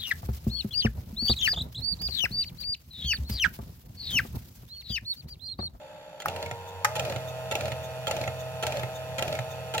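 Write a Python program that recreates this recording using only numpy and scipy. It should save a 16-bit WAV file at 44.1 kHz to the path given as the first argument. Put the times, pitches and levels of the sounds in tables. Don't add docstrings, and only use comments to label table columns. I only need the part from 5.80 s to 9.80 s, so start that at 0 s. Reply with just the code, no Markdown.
import sys
import numpy as np
from scipy import signal
from scipy.fft import rfft, irfft, next_fast_len
from scipy.io import wavfile

SR = 44100
rng = np.random.default_rng(int(sys.argv[2]) if len(sys.argv) > 2 else 0)


def unload_wav(signal):
    wavfile.write(
        sys.argv[1],
        SR,
        np.round(np.clip(np.atleast_2d(signal).T, -1, 1) * 32767).astype(np.int16),
    )


N = 176400
TIME = np.arange(N) / SR

# start_s, shaft_hz, whir_db, boom_db, tooth_force_db
SPEED_STEPS = [(0, 60.3, -6, -18.5, -8.5), (0.458, 93.5, -2.5, -5, -1.5), (1.046, 127.5, 0.5, -0.5, 0)]
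# main_clack_s, effort_db
RACK_STROKES = [(0.4834, -4.5), (1.1954, -0.5), (1.7535, -0.5), (2.311, -0.5), (2.8674, 0), (3.4243, -0.5),
                (3.98, 0)]
# frequency_hz, gain_db
CASE_SPECTRUM = [(20, -24), (58, -37), (78, -4.5), (91, 6.5), (104, -5), (140, -19), (168, -7),
                 (220, -33.5)]
# shaft_multiple, slow_db, middle_db, fast_db
MOTOR_ORDERS = [(0.999, -75, -47, -44), (2.194, -73, -79, -67.5), (3.653, -73.5, -95, -51),
                (3.988, -84, -69, -54), (5.003, -68.5, -48, -40.5), (6.01, -78, -87, -51.5),
                (6.93, -81, -60, -53.5), (8.055, -68, -58.5, -60), (8.96, -57, -50.5, -71),
                (9.99, -50.5, -47, -57.5), (11.03, -78, -57, -60.5), (14.07, -56.5, -82, -68.5),
                (14.95, -61.5, -62, -66), (19.15, -77, -67.5, -63), (22.15, -68, -71, -66)]
# frequency_hz, gain_db
WHIR_SPECTRUM = [(100, -13), (168, 3.5), (230, -15), (370, -13.5), (480, -2), (560, 4.5), (700, -1.5),
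                 (860, 0.5), (960, -6), (1120, -12.5), (1300, -8.5), (1600, -8), (2200, -12.5),
                 (2600, -11.5), (3250, -11.5), (3650, -9.5), (4000, -22), (4400, -11.5), (5300, -27),
                 (7400, -17), (8100, -41.5), (10500, -25), (16000, -35)]
# centre_hz, width_hz, level_db
WHINE_BANDS = [(2605, 69, -55.5), (2940, 34, -63.5), (5720, 150, -64), (11340, 140, -67.5)]
# centre_hz, width_hz, level_db
SQUEAK_BANDS = [(3590, 110, -48.5), (6560, 650, -50.5), (13800, 1200, -53)]
# frequency_hz, gain_db
SLIDE_SPECTRUM = [(60, -15.5), (140, 1.5), (220, -10), (370, -11), (480, -6.5), (620, 6), (720, -5.5),
                  (850, -4.5), (1000, -22), (1400, -15.5), (2500, -15.5), (4300, -20), (6800, -27),
                  (8300, -38), (16000, -39)]
# offset_motor_turns, pitch_hz, level_db
GROAN_CONTOUR = [(-4.5, 880, -44), (-2.5, 865, -31), (1, 830, -40), (5, 650, -35), (16, 555, -33),
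                 (16.5, 530, -50)]
# start_s, ring_db, snap_db, tick_db, rebound_delay_s, rebound_db
SWITCH_CLICKS = [(0.4575, -17, -25, -20, 0.00299, -7.5), (1.046, -13.5, -9, -35, 0.00445, -6.5)]
# pitch_hz, level_db, t60_s
SWITCH_MODES = [(843, -4.5, 0.075), (1252, 2, 0.03), (1410, -7, 0.0095)]
# frequency_hz, gain_db
SNAP_SPECTRUM = [(60, -55), (350, -38), (900, -8), (1800, 9), (2800, -5.5), (4300, -8), (6000, 0),
                 (8500, -14), (11000, -8.5), (16000, -13)]
CONTACT_TURNS = [-5.24, -4.1, 0, 1.24, 7.05, 13.1, 16.3, 21.1]
# level_db, chatter_s, treble_db, modes_db, pitch_hz
TOOTH_CONTACTS = [(-3.5, 0.012, 1.5, 2, 3200), (-5.5, 0.0061, 1.5, 5.5, 2000), (-3, 0.0026, 5, 0, 2750),
                  (-15, 0.0039, -1, 3.5, 3300), (-8, 0.004, 2, -2, 2500), (-9, 0.0017, 0.5, 0, 4300),
                  (-10.5, 0.0033, -0.5, 0, 2200), (-5, 0.0041, -5, 0, 2100)]
# frequency_hz, gain_db
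CRACK_SPECTRUM = [(30, -34), (110, -0.5), (300, -6), (550, 5), (860, 4), (1080, -9.5), (1380, -8),
                  (1800, -3), (2700, 1), (3400, -1.5), (4800, -10.5), (6600, -8.5), (8300, -14.5),
                  (16000, -16.5)]
# frequency_hz, t60_s
IMPACT_DECAY = [(100, 0.04), (800, 0.054), (2500, 0.036), (6000, 0.029), (16000, 0.019)]
# pitch_hz, level_db, t60_s
FRAME_MODES = [(544, -8.5, 0.045), (865, -15.5, 0.17), (1343, -10.5, 0.057), (3440, -13, 0.029),
               (4273, -11, 0.024), (6900, -6, 0.015)]
# frequency_hz, t60_s
ROOM_DECAY = [(100, 1), (1500, 0.21), (6000, 0.29), (16000, 0.19)]
# frequency_hz, coherence
COHERENCE = [(30, 0.47), (90, 0.98), (700, 1), (1400, 0.32), (2800, 0.7), (5000, 0.2), (12000, 0.037)]
# frequency_hz, left_minus_right_db
PORT_BALANCE = [(60, 0), (125, -4), (250, -2), (700, -0.3), (1300, 1.5), (2600, -2), (5000, -0.5),
                (11000, -1)]
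# frequency_hz, left_lead_rad
PORT_LEAD = [(650, 0.5), (850, .5), (1300, 1.5), (2200, -2), (3000, 3), (7000, 3)]


def amp(db):
    return 10 ** (np.asarray(db) / 20)


def unit_rms(x):
    return x / np.sqrt(np.mean(x ** 2) + 1e-20)


def curve_at(points, hz):
    f, value = np.transpose(points)
    return np.interp(np.log(hz + 1), np.log(f), value)


def add(mix, start_s, sound):
    part = mix[:, max(round(start_s * SR), 0):][:, :sound.shape[-1]]
    part += sound[..., :part.shape[1]]


def colour(x, spectrum, size=8192):
    log_gain = np.log(amp(curve_at(spectrum, abs(np.fft.fftfreq(size, 1 / SR)))))
    taps = np.fft.ifft(np.exp(signal.hilbert(log_gain).conj())).real[:size // 2]
    return signal.fftconvolve(x, taps[None] / np.linalg.norm(taps), axes=1)[:, :x.shape[1]]


def cohere(x):
    size = next_fast_len(N + SR // 10)
    a, b = rfft(x, size)
    shared = np.clip(curve_at(COHERENCE, np.fft.rfftfreq(size, 1 / SR)), 0, 1)
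    return irfft(np.array([a, shared * a + np.sqrt(1 - shared ** 2) * b]), size)[:, :N]


def drift(rate_hz):
    rolloff = 1 + (np.fft.rfftfreq(N, 1 / SR) / rate_hz) ** 4
    return unit_rms(irfft(rfft(rng.standard_normal(N)) / rolloff, N))


def tail(decay, size=4096):
    hz, t, bands = signal.stft(rng.choice([-1., 1.], (2, size)), SR, nperseg=128)
    ringing = signal.istft(bands * np.exp(-np.log(1000) * t / curve_at(decay, hz)[:, None]), SR)[1]
    return ringing / np.linalg.norm(ringing[0])


def grains(spread_db, per_s=9000):
    sizes = amp(spread_db * np.minimum(rng.exponential(1, N), 4))
    return unit_rms(sizes * (rng.random((2, N)) < per_s / SR) * rng.choice([-1., 1.], (2, N)))


def resonances(bands):
    hz = np.fft.rfftfreq(N, 1 / SR)
    out = np.zeros((2, N))
    for centre_hz, width_hz, db in bands:
        noise = rfft(rng.standard_normal((2, N)))
        out += amp(db) * unit_rms(irfft(noise / (1 + ((hz - centre_hz) / width_hz) ** 2), N))
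    return out


def spin_up(values, lag_s=0.025):
    out = np.full(N, float(values[0]))
    for (start_s, *_), step in zip(SPEED_STEPS[1:], np.diff(values)):
        out += step * (1 - np.exp(-np.maximum(TIME - start_s, 0) / lag_s))
    return out


def time_after(turns, start_s, offset_turns):
    return np.interp(np.interp(start_s, TIME, turns) + offset_turns, turns, TIME)


def rack_load(turns, rise_s=0.0051, fade_s=0.07):
    load = np.zeros(N)
    for clack_s, effort_db in RACK_STROKES:
        start_s, end_s = time_after(turns, clack_s, -2.5), time_after(turns, clack_s, 15.6)
        rise = np.clip((TIME - start_s) / rise_s, 0, 1)
        load += amp(effort_db) * rise * np.exp(-np.maximum(TIME - end_s, 0) / fade_s)
    return load


def room(sound):
    return cohere(signal.fftconvolve(sound, tail(ROOM_DECAY, size=16384), axes=1)[:, :N])


def case_boom(turns, load, speed_db, thump_hz=117.7, thump_t60_s=0.13):
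    boom = unit_rms(colour(cohere(rng.standard_normal((2, N))), CASE_SPECTRUM))
    boom *= amp(-47 + 4 * load + speed_db)
    t = TIME[:SR // 3]
    thump = amp(-25 - 60 * t / thump_t60_s) * np.sin(2 * np.pi * thump_hz * t)
    thump *= np.minimum(t * thump_hz, 1)
    for clack_s, effort_db in RACK_STROKES[:-1]:
        add(boom, time_after(turns, clack_s, 21.4), amp(effort_db) * thump)
    return boom


def geared_motor(shaft_hz, load, whir_db, sag=0.01093, flutter=0.15, pulsing=0.24):
    waver = 0.0018 * drift(18) + 0.0042 * load * drift(34)
    phase = 2 * np.pi * np.cumsum(shaft_hz * (1 - sag * (load - load.mean()) + waver)) / SR
    hum = np.zeros(N)
    for multiple, *levels_db in MOTOR_ORDERS:
        level = spin_up(amp(levels_db)) * (1 + flutter * drift(13.2))
        hum += level * np.sqrt(2) * np.sin(multiple * phase + 2 * np.pi * rng.random())
    meshing = grains(spread_db=0.5) * (1 + pulsing * np.cos(phase))
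    whir = unit_rms(colour(cohere(meshing), WHIR_SPECTRUM))
    whine = resonances(WHINE_BANDS) * (shaft_hz / shaft_hz.max()) ** 2
    return hum * amp(2 * load) + whir * amp(-44.5 + whir_db) + whine


def sector_squeak(turns, offset_turns=37.6, width_s=0.016):
    rub = sum(amp(db) * np.exp(-((TIME - time_after(turns, clack_s, offset_turns)) / width_s) ** 2)
              for clack_s, db in RACK_STROKES[:-1])
    return rub * resonances(SQUEAK_BANDS)


def frame_scrape(load):
    return amp(-36) * load * unit_rms(colour(cohere(grains(spread_db=4)), SLIDE_SPECTRUM))


def tooth_groan(turns, jitter=0.0254):
    groan = np.zeros(N)
    offset_turns, hz, db = np.transpose(GROAN_CONTOUR)
    for clack_s, effort_db in RACK_STROKES[1:]:
        times_s = time_after(turns, clack_s, offset_turns)
        pitch_hz = np.interp(TIME, times_s, hz) * (1 + jitter * drift(rate_hz=121.5))
        envelope = amp(effort_db) * np.interp(TIME, times_s, amp(db), left=0, right=0)
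        groan += envelope * np.sin(2 * np.pi * np.cumsum(pitch_hz) / SR)
    return groan


def speed_switch(rise_s=0.0012, tick_cutoff_hz=10100):
    ring, snap, tick = np.zeros((3, 2, N))
    t = TIME[:SR // 5]
    attack = np.minimum(t / rise_s, 1)
    for start_s, ring_db, snap_db, tick_db, rebound_s, rebound_db in SWITCH_CLICKS:
        for hit_s, drop_db in (start_s, 0), (start_s + rebound_s, rebound_db):
            for hz, db, t60 in SWITCH_MODES:
                envelope = attack * amp(ring_db + drop_db + db - 60 * t / t60)
                add(ring, hit_s, envelope * np.sin(2 * np.pi * (hz * t + rng.random())))
            burst = np.sqrt(SR / 1000) * tail(IMPACT_DECAY, size=8192) * attack[:8192]
            add(snap, hit_s, amp(snap_db + drop_db) * burst)
            add(tick, hit_s, amp(tick_db + drop_db) * burst)
    tick = signal.lfilter(*signal.butter(2, tick_cutoff_hz, "high", fs=SR), tick)
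    return ring + colour(cohere(snap), SNAP_SPECTRUM) + tick


def tooth_clatter(turns, force_db, chatter_per_s=1500, tooth_t60_s=0.029, treble_hz=3600):
    crack, ring = np.zeros((2, 2, N))
    t = TIME[:SR // 10]
    highpass = signal.butter(1, treble_hz, "high", fs=SR)
    frame = sum(amp(db - 60 * t / t60) * np.sin(2 * np.pi * (hz * t + rng.random((2, 1))))
                for hz, db, t60 in FRAME_MODES)
    for clack_s, _ in RACK_STROKES:
        for offset_turns, (db, chatter_s, treble_db, modes_db, hz) in zip(CONTACT_TURNS, TOOTH_CONTACTS):
            hit_s = time_after(turns, clack_s, offset_turns)
            hits = 0.33 * rng.standard_normal(len(t)) * (rng.random(len(t)) < chatter_per_s / SR)
            hits *= np.exp(-(t / chatter_s) ** 2)
            hits[0] = 1
            hits = amp(-19 + np.interp(hit_s, TIME, force_db) + db) * hits[None] / np.linalg.norm(hits)
            clack = signal.fftconvolve(tail(IMPACT_DECAY), hits, axes=1)
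            add(crack, hit_s, clack + (amp(treble_db) - 1) * signal.lfilter(*highpass, clack))
            tooth = amp(-4 - 60 * t / tooth_t60_s) * np.sin(2 * np.pi * (hz * t + rng.random((2, 1))))
            add(ring, hit_s, signal.fftconvolve(amp(modes_db - 4) * frame + tooth, hits, axes=1))
    return np.sqrt(SR / 1000) * colour(cohere(crack), CRACK_SPECTRUM) + cohere(ring)


def scene():
    _, shaft_hz, whir_db, boom_db, force_db = map(spin_up, np.transpose(SPEED_STEPS))
    turns = np.cumsum(shaft_hz) / SR
    load = rack_load(turns)
    clacks, clicks = tooth_clatter(turns, force_db), speed_switch()
    reverberation = room(amp(-14) * clacks + amp(-11.5) * clicks)
    return (clacks + clicks + reverberation + geared_motor(shaft_hz, load, whir_db) + frame_scrape(load)
            + tooth_groan(turns) + case_boom(turns, load, boom_db) + sector_squeak(turns))


def record(dry):
    hz = np.fft.rfftfreq(2 * N, 1 / SR)
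    port = amp(curve_at(PORT_BALANCE, hz) / 2) * np.exp(.5j * curve_at(PORT_LEAD, hz))
    heard = irfft(rfft(dry, 2 * N) * np.array([port, 1 / port]))[:, :N]
    lowpass = signal.firwin(301, cutoff=16100, window=("kaiser", 9), fs=SR)
    return signal.oaconvolve(heard, lowpass[None], "same")


dry = scene()
out = record(dry)
unload_wav(out)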